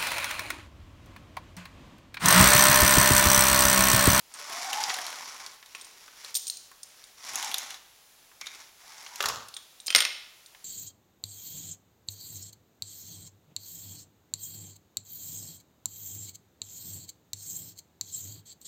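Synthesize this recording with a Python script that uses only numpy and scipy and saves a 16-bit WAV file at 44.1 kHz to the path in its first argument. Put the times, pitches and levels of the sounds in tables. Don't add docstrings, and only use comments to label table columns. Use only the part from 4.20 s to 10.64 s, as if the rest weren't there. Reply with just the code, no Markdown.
import sys
import numpy as np
from scipy import signal
from scipy.fft import rfft, irfft, next_fast_len
from scipy.io import wavfile
from scipy.ndimage import uniform_filter1d

SR = 44100
rng = np.random.default_rng(int(sys.argv[2]) if len(sys.argv) > 2 else 0)


def master(y):
    cut = np.clip(np.atleast_2d(y).T, -1, 1)
    pcm = np.round(cut * 32767)
    wavfile.write(sys.argv[1], SR, pcm.astype(np.int16))


N = 284092
TIME = np.arange(N) / SR
HIT_SIZE = 8192


def undb(db):
    return 10 ** (np.asarray(db) / 20)


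def unit(x):
    return x / np.sqrt(np.mean(x ** 2))


def decay(t, t60):
    return np.exp(-np.log(1000) * t / t60)


def gains(points, size):
    hz, db = np.transpose(points)
    log_f = np.log(np.fft.rfftfreq(size, 1 / SR) + 1)
    return undb(np.interp(log_f, np.log(hz), db))


def colour(x, points, resonances=()):
    size = 2 * next_fast_len(len(x) // 2 + 1, real=True)
    f = np.fft.rfftfreq(size, 1 / SR)
    peaks = sum(undb(db) / (1 + (2 * (f - hz) / width) ** 2) for hz, width, db in resonances)
    cepstrum = irfft(np.log(gains(points, size) * (1 + peaks)), size)
    cepstrum[1:size // 2] *= 2
    cepstrum[size // 2 + 1:] = 0
    response = np.exp(rfft(cepstrum))
    return irfft(rfft(x, size) * response, size)[:len(x)]


def walk(rate):
    k = max(int(SR / rate), 1)
    held = np.repeat(rng.standard_normal(N // k + 1), k)
    smooth = uniform_filter1d(uniform_filter1d(held, k), k)
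    return unit(smooth[:N])


def swell(s, db):
    return uniform_filter1d(undb(np.interp(TIME, s, db, left=-120, right=-120)), size=600)


def add(track, s, sound):
    start = max(int(s * SR), 0)
    track[start:start + len(sound)] += sound[:N - start]


def blow(x):
    return x * np.sqrt(SR / 1000 / np.sum(x ** 2))


def crack(points, snap_t60, resonances=(), ring_t60=.04, ring_share=.2):
    t = np.arange(HIT_SIZE) / SR
    fade = decay(t, snap_t60) + ring_share * decay(t, ring_t60)
    return blow(colour(rng.choice([-1, 1], HIT_SIZE) * fade, points, resonances))


def grains(rate, spread_db):
    sizes = undb(spread_db * np.minimum(rng.exponential(size=N), 5))
    happens = rng.random(N) < rate / SR
    return unit(happens * rng.standard_normal(N) * sizes)


def rough_tone(hz, width_hz):
    phase = 2 * np.pi * np.cumsum(hz * np.ones(N)) / SR
    return unit(walk(width_hz) * np.cos(phase) + walk(width_hz) * np.sin(phase))


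# frequency in Hz, level in dB.
HISS_COLOUR = [(15, -30), (25, -5.5), (161, -9), (277, -9.5), (416, -6), (489, -7), (641, -5), (2220, -7),
               (2840, -5.5), (7710, -6.5), (8360, -8), (10100, -9), (16000, -12)]


def hiss(level_db=-57.5):
    return undb(level_db) * unit(colour(rng.standard_normal(N), HISS_COLOUR))


GRIP_S, LET_GO_S = 0.18, 0.097
HAUL_DB, EASE_S = .8, 0.04
RUB_DB_PER_OCTAVE, HOLLOW_DB_PER_OCTAVE, WHIRR_DB_PER_OCTAVE = 11, 10.5, 52


def stroke(start, fastest, end, top_hz, hz_per_s):
    speed = np.maximum(top_hz - hz_per_s * np.abs(TIME - fastest), top_hz / 10)
    load = np.clip((TIME - start) / GRIP_S, 0, 1) * np.clip((end - TIME) / LET_GO_S, 0, 1)
    return speed, np.sin(np.pi / 2 * load) ** 2


def drive(motion, db, db_per_octave):
    speed, load = stroke(*motion)
    fastest = motion[1]
    haul_db = HAUL_DB * np.tanh((fastest - TIME) / EASE_S)
    return load * undb(db + haul_db + db_per_octave * np.log2(speed / speed.max()))


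# start, fastest moment and end in seconds, top speed in Hz, acceleration in Hz per second, then levels in dB
STROKES = [ (0.063, 0.6, 1.426, 859, 707, -35.5, -40, -32.5, .2),
           (1.41, 1.668, 2.15, 398, 147.2, -53, -61.5, -69.5, 0.96),
           (1.913, 2.093, 2.17, 519, 704, -48, -58.5, -63, 0.96),
           (2.583, 2.722, 2.98, 361, 250, -56.5, -67.5, -83, 0.8),
           (2.925, 3.243, 3.623, 897.6, 1300, -37.5, -45.5, -39, 0.67),
           (4.17, 4.37, 4.53, 798, 600, -50, -58.5, -66, 0.9),
           (4.528, 4.99, 5.1, 923, 348, -49, -56, -54.5, 1)]
# frequency in Hz, level in dB.
CORD_COLOUR = [(710, -32.5), (1200, -10.5), (1340, -4), (2200, -8), (3830, -3), (5710, 0), (7660, -4),
               (8260, -6), (8820, -6.5), (10500, -10.5), (16000, -22.5)]
HOLLOW_COLOUR = [(100, -28.5), (290, -13.5), (520, -13.5), (760, 0), (1080, 3), (1400, -4), (2000, -10.5),
                 (4000, -61.5)]
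# frequency in Hz, width in Hz, strength in dB.
HEAD_RAIL = [(885, 21, -20), (1910, 640, -3), (2224, 310, 5), (3440, 190, -7), (5620, 510, -6)]


def cord(rub_trim_db=-1.0, hollow_trim_db=-2.0, flutter_db=1.33, drag_db=1.0):
    rub = unit(colour(grains(rate=4500, spread_db=2.0), CORD_COLOUR, HEAD_RAIL))
    hollow = unit(colour(grains(rate=4000, spread_db=3.0), HOLLOW_COLOUR, HEAD_RAIL))
    out = np.zeros(N)
    for *motion, rub_db, hollow_db, _, _ in STROKES:
        out += rub * drive(motion, rub_db + rub_trim_db, RUB_DB_PER_OCTAVE)
        out += hollow * drive(motion, hollow_db + hollow_trim_db, HOLLOW_DB_PER_OCTAVE)
    unevenness_db = flutter_db * walk(rate=130) + drag_db * walk(rate=50)
    return out * undb(unevenness_db)


def whirr(trim_db=-2.5):
    out = np.zeros(N)
    for *motion, _, _, db, jerk in STROKES:
        pitch, _ = stroke(*motion)
        clear = np.sqrt(1 - jerk) * rough_tone(pitch, width_hz=96)
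        blurred = np.sqrt(jerk) * rough_tone(pitch, width_hz=330)
        out += (clear + blurred) * drive(motion, db + trim_db, WHIRR_DB_PER_OCTAVE)
    return out


MID_SLAT_HZ, BODY_DB_PER_OCTAVE = 3500, -11.5
DULL_RATIO = 1.97
# frequency in Hz, level in dB.
TAP_COLOUR = [(900, -31.5), (1700, -8.5), (3300, -4), (5000, -5.5), (6800, -2), (8500, -8), (12000, -39.5)]
BODY_COLOUR = [(100, -35), (280, -15), (480, -8), (800, -0.5), (1350, 3), (1800, 0.5), (3000, -20)]
EDGE_COLOUR = [(5000, -65), (8000, 1.5), (9500, 2), (11500, -1), (16000, -14)]


def tap(hz, edge_db, mid_body_db=-13.5, width=0.19, resonance_db=5):
    body_db = mid_body_db + BODY_DB_PER_OCTAVE * np.log2(hz / MID_SLAT_HZ)
    dulled = [(f, db - 10 * np.log10(1 + (f / (DULL_RATIO * hz)) ** 6)) for f, db in TAP_COLOUR]
    resonance = [(hz, width * hz, resonance_db)]
    out = crack(dulled, snap_t60=0.02, resonances=resonance, ring_t60=0.065, ring_share=0.5)
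    out += undb(body_db) * crack(BODY_COLOUR, snap_t60=0.04, ring_t60=0.09, ring_share=0.35)
    out += undb(edge_db) * crack(EDGE_COLOUR, snap_t60=0.013, ring_t60=0.027, ring_share=0.34)
    return out


JOSTLE_HZ, JOSTLE_OCTAVES, JOSTLE_EDGE_DB = 3100, .8, -1
# frequency in Hz, level in dB.
KNOCK_COLOUR = [(60, -16), (160, -11), (380, 1), (600, -3.5), (1500, -28.5)]


def jostle(count=80, over_rub_db=3.5, spread_db=1.0, knock_db=-12.5):
    rubbing = sum(drive(motion, db, RUB_DB_PER_OCTAVE) for *motion, db, _, _, _ in STROKES)
    out = np.zeros(N)
    for k, (when, size, spot, weight) in enumerate(rng.random((count, 4))):
        at = int((k + when) / count * N)
        hz = JOSTLE_HZ * 2 ** (JOSTLE_OCTAVES * (2 * spot - 1))
        touch = tap(hz, JOSTLE_EDGE_DB)
        knock = undb(knock_db) * 2 * weight * crack(KNOCK_COLOUR, snap_t60=0.038)
        gain = rubbing[at] * undb(over_rub_db + spread_db * (2 * size - 1.5))
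        add(out, at / SR, gain * (touch + knock))
    return out


# frequency in Hz, t60 in seconds, relative spread of pitch.
LOCK_MODES = [(3950, .006, .06), (8780, .042, .009), (13450, .04, .012)]


def lock_ring(mode_db):
    t = np.arange(HIT_SIZE) / SR
    out = 0
    for (hz, t60, spread), db in zip(LOCK_MODES, mode_db):
        pitch, turn = rng.standard_normal((2, 2, 1))
        pair = np.sin(2 * np.pi * (hz * (1 + spread * pitch) * t + turn)).sum(axis=0)
        onset = 1 - np.exp(-t / 0.00041)
        out = out + undb(db) * blow(pair * decay(t, t60) * onset)
    return out


HARD_CLINK_DB = -20
HIGH_MODE_DB, HIGH_MODE_DB_PER_DB = -8.5, .6
# start in seconds, level in dB, ring of its low mode in dB.
CLINKS = [(0.1394, -34, -26), (1.551, -40, -19), (1.612, -37, -3.5), (1.6455, -39, -14),
          (2.143, -26.5, -20), (2.1519, -18, -5), (2.158, -19.5, -17), (2.1672, -20, -30),
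          (2.269, -27.5, -7), (2.2783, -24.5, -20), (2.299, -24, 0), (2.337, -39, -17), (2.37, -33.5, -26),
          (2.6312, -32.5, -27), (2.84, -42.5, 1.5), (5.3405, -36.5, 2), (5.366, -34, 5), (5.6012, -40, 2),
          (5.6623, -34, -20), (5.6676, -23.5, -17), (6.261, -44.5, -1)]
# frequency in Hz, level in dB.
CLINK_COLOUR = [(80, -56), (400, -23.5), (1500, -26.5), (2900, -12), (4000, -3.5), (5200, 0.5), (7000, 1.5),
                (9500, -5.5), (11500, -16.5), (13500, -28.5), (16000, -9)]


def lock(middle_db=1.0, buzz_db=-9.5):
    out = np.zeros(N)
    for s, db, low_db in CLINKS:
        click = crack(CLINK_COLOUR, snap_t60=0.03, ring_t60=0.041, ring_share=0.5)
        buzz = undb(buzz_db) * crack(CLINK_COLOUR, snap_t60=1.0)
        high_db = HIGH_MODE_DB + HIGH_MODE_DB_PER_DB * (db - HARD_CLINK_DB)
        add(out, s, undb(db) * (click + buzz + lock_ring([low_db, middle_db, high_db])))
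    return out


# start in seconds, level in dB, main resonance in Hz, sharp edge in dB. The row at
# 5.366 s is the broad rattle that sounds with the lock's clink at that moment.
TAPS = [(0.5302, -18.5, 3000, -9.5), (0.6377, -16.5, 4900, -16), (0.6962, -20.5, 4600, -24),
        (0.7012, -20.5, 1910, -25), (0.7417, -23, 4140, -4.5), (0.7865, -26.5, 1610, -8),
        (0.8656, -27.5, 4300, -6), (0.9279, -33, 1500, -6), (1.2629, -29.5, 4550, -10.5),
        (1.427, -40, 2260, -16), (1.46, -42.5, 3820, -5), (1.549, -29, 2600, -22), (1.8788, -41, 1700, -28),
        (2.047, -31, 4160, -11), (2.5145, -48, 1110, 0), (3.1564, -19.5, 6360, -4),
        (3.2269, -23, 3340, -6.5), (3.2456, -24, 7400, -7), (3.315, -26, 3300, -7),
        (3.3427, -16.5, 3650, -6), (3.3825, -22.5, 6460, -1.5), (3.505, -30.5, 3470, -8),
        (3.543, -33.5, 3500, -11.5), (4.115, -53, 1200, -25), (4.2122, -29.5, 5700, -12),
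        (4.214, -32, 2220, -16), (4.26, -35.5, 3580, -11), (4.2683, -26, 3670, -15),
        (4.8636, -32.5, 3240, -20), (4.958, -30, 5730, -6.5), (5.005, -18, 2820, -17),
        (5.0258, -23.5, 3600, -4), (5.039, -24.5, 1300, -22), (5.058, -17.5, 4600, -8),
        (5.0873, -19.5, 5100, -5.5), (5.0975, -27.5, 1370, -25), (5.285, -39, 4500, 1),
        (5.366, -31.5, 3420, -18), (6.348, -42.5, 2170, -30)]


def slats():
    out = np.zeros(N)
    for s, db, hz, edge_db in TAPS:
        add(out, s, undb(db) * tap(hz, edge_db))
    return out


# start and end in seconds,
# pitch in Hz, width in Hz, start level and end level in dB.
SQUEAKS = [(1.042, 1.197, 5480, 3000, -44, -67), (2.974, 3.16, 5720, 895, -61, -52),
           (3.33, 3.56, 810, 160, -53, -61), (4.211, 4.407, 2214, 500.4, -46.5, -65),
           (5.672, 5.74, 3150, 200, -40, -44)]


def squeals_and_scrapes():
    return sum(rough_tone(hz, width) * swell([start, end], [start_db, end_db])
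               for start, end, hz, width, start_db, end_db in SQUEAKS)


# start in seconds, level in dB, t60 in seconds.
BUMPS = [(3.117, -57, 0.063), (4.222, -65, 0.058), (5.047, -49.5, 0.22), (5.10, -46, 0.26),
         (5.16, -53, 0.42), (5.748, -43, 0.1)]
# frequency in Hz, level in dB.
BUMP_COLOUR = [(25, -23), (70, -2), (130, -1), (220, -7), (450, -9), (1000, -72)]


def bumps():
    out = np.zeros(N)
    for s, db, t60 in BUMPS:
        rumble = unit(colour(rng.standard_normal(2 * HIT_SIZE), BUMP_COLOUR))
        add(out, s, undb(db) * rumble * decay(TIME[:len(rumble)], t60))
    return out


def shiver(start=5.005, peak_s=5.067, end=5.24, start_db=-40, peak_db=-34.0, end_db=-55, bright_db=-2,
           landing_db=-18):
    contacts = grains(rate=900, spread_db=2.5)
    hollow = unit(colour(contacts, BODY_COLOUR, [(445, 150, 2.5), (1164, 200, -3)]))
    bright = undb(bright_db) * unit(colour(contacts, TAP_COLOUR))
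    out = (hollow + bright) * swell([start, peak_s, end], [start_db, peak_db, end_db])
    landing = crack(BODY_COLOUR, snap_t60=0.047, ring_t60=0.057, ring_share=0.25)
    add(out, start, undb(landing_db) * landing)
    return out


REBOUND_S, REBOUND_DB = .003, -7.5
# start in seconds, level in dB, main resonance in Hz,
# metal ring in dB (rail trims both levels).
CLACKS = [(5.6808, -18, 4840, -14), (5.7039, -16.5, 3300, -2), (5.7262, -26.5, 4460, -18),
          (5.749, -0.5, 4100, -7), (5.7598, -6, 5430, -0.5), (5.782, -15, 1980, 0.5),
          (5.7886, -16, 2100, -11), (5.8045, -10.5, 3280, -1.5), (5.8222, -18, 3600, -9),
          (5.8512, -13, 2500, -30)]
# frequency in Hz, level in dB.
CLACK_COLOUR = [(400, -31), (1000, -18), (1600, -10), (2000, -2.5), (3000, 1.5), (4200, -0.5), (5600, 2),
                (6800, -2.5), (10500, -6), (12500, -15.5), (16000, -30)]
THUD_COLOUR = [(60, -25), (130, -34), (260, -10.5), (450, -5.5), (650, -3), (850, -4), (1300, 3.5),
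               (2500, -22)]
# frequency in Hz, width in Hz, strength in dB.
RAIL_MODES = [(1445, 160, 12.5), (2000, 450, 6.5), (2680, 700, -4.5), (4320, 500, 0), (5350, 450, -4)]


def rail(trim_db=-1.5, body_db=-17.5, metal_trim_db=-4.5, width=0.26, resonance_db=7.5):
    out = np.zeros(N)
    for s, db, hz, ring_db in CLACKS:
        modes = RAIL_MODES + [(hz, width * hz, resonance_db)]
        for touch in range(2):
            clack = crack(CLACK_COLOUR, snap_t60=0.011, resonances=modes, ring_t60=0.032, ring_share=0.098)
            clack += undb(body_db) * crack(THUD_COLOUR, snap_t60=0.013, ring_t60=0.15, ring_share=0.5)
            clack += undb(ring_db + metal_trim_db) * lock_ring(mode_db=[-18, 0, -13])
            add(out, s + touch * REBOUND_S, undb(db + trim_db + touch * REBOUND_DB) * clack)
    return out


# band centre in Hz, t60 in seconds, level in dB.
ROOM = [(150, 0.65, -19), (400, 0.42, -6), (905, 0.63, -5), (1750, 0.59, -7), (2660, 0.71, -6.5),
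        (4450, 0.63, -9), (6360, 0.53, -9.5), (9300, 0.45, -12.5), (14000, 0.4, -11)]


def room(x, build_s=0.0038):
    t = TIME[:SR]
    log_f = np.log(np.fft.rfftfreq(SR, 1 / SR) + 1)
    centres = np.log([row[0] for row in ROOM])
    noise, response = rfft(rng.standard_normal(SR)), 0
    for share, (_, t60, db) in zip(np.eye(len(ROOM)), ROOM):
        fade = decay(t, t60) * (1 - np.exp(-(t / build_s) ** 2))
        band = irfft(noise * np.interp(log_f, centres, share), SR)
        response = response + undb(db) * band * fade / np.sqrt(np.sum(fade ** 2))
    return signal.fftconvolve(x, response)[:N]


def scene():
    rubbing = cord() + whirr() + squeals_and_scrapes()
    contacts = jostle() + lock() + slats() + bumps() + shiver() + rail()
    blind = rubbing + contacts
    return (blind + room(blind) + hiss())[None]


def record(dry, notch_hz=8200, notch_width_hz=650, ceiling=.78, top_hz=15900):
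    notched = signal.lfilter(*signal.iirnotch(notch_hz, notch_hz / notch_width_hz, fs=SR), dry)
    rounded = notched / (1 + (notched / ceiling) ** 6) ** (1 / 6)
    above_bass = signal.butter(2, 600, "high", fs=SR, output="sos")
    rough_edge = signal.sosfilt(above_bass, rounded - notched)
    top_cut = signal.ellip(10, .2, 90, top_hz, fs=SR, output="sos")
    return signal.sosfilt(top_cut, notched + rough_edge)


dry = scene()
out = record(dry)
master(out)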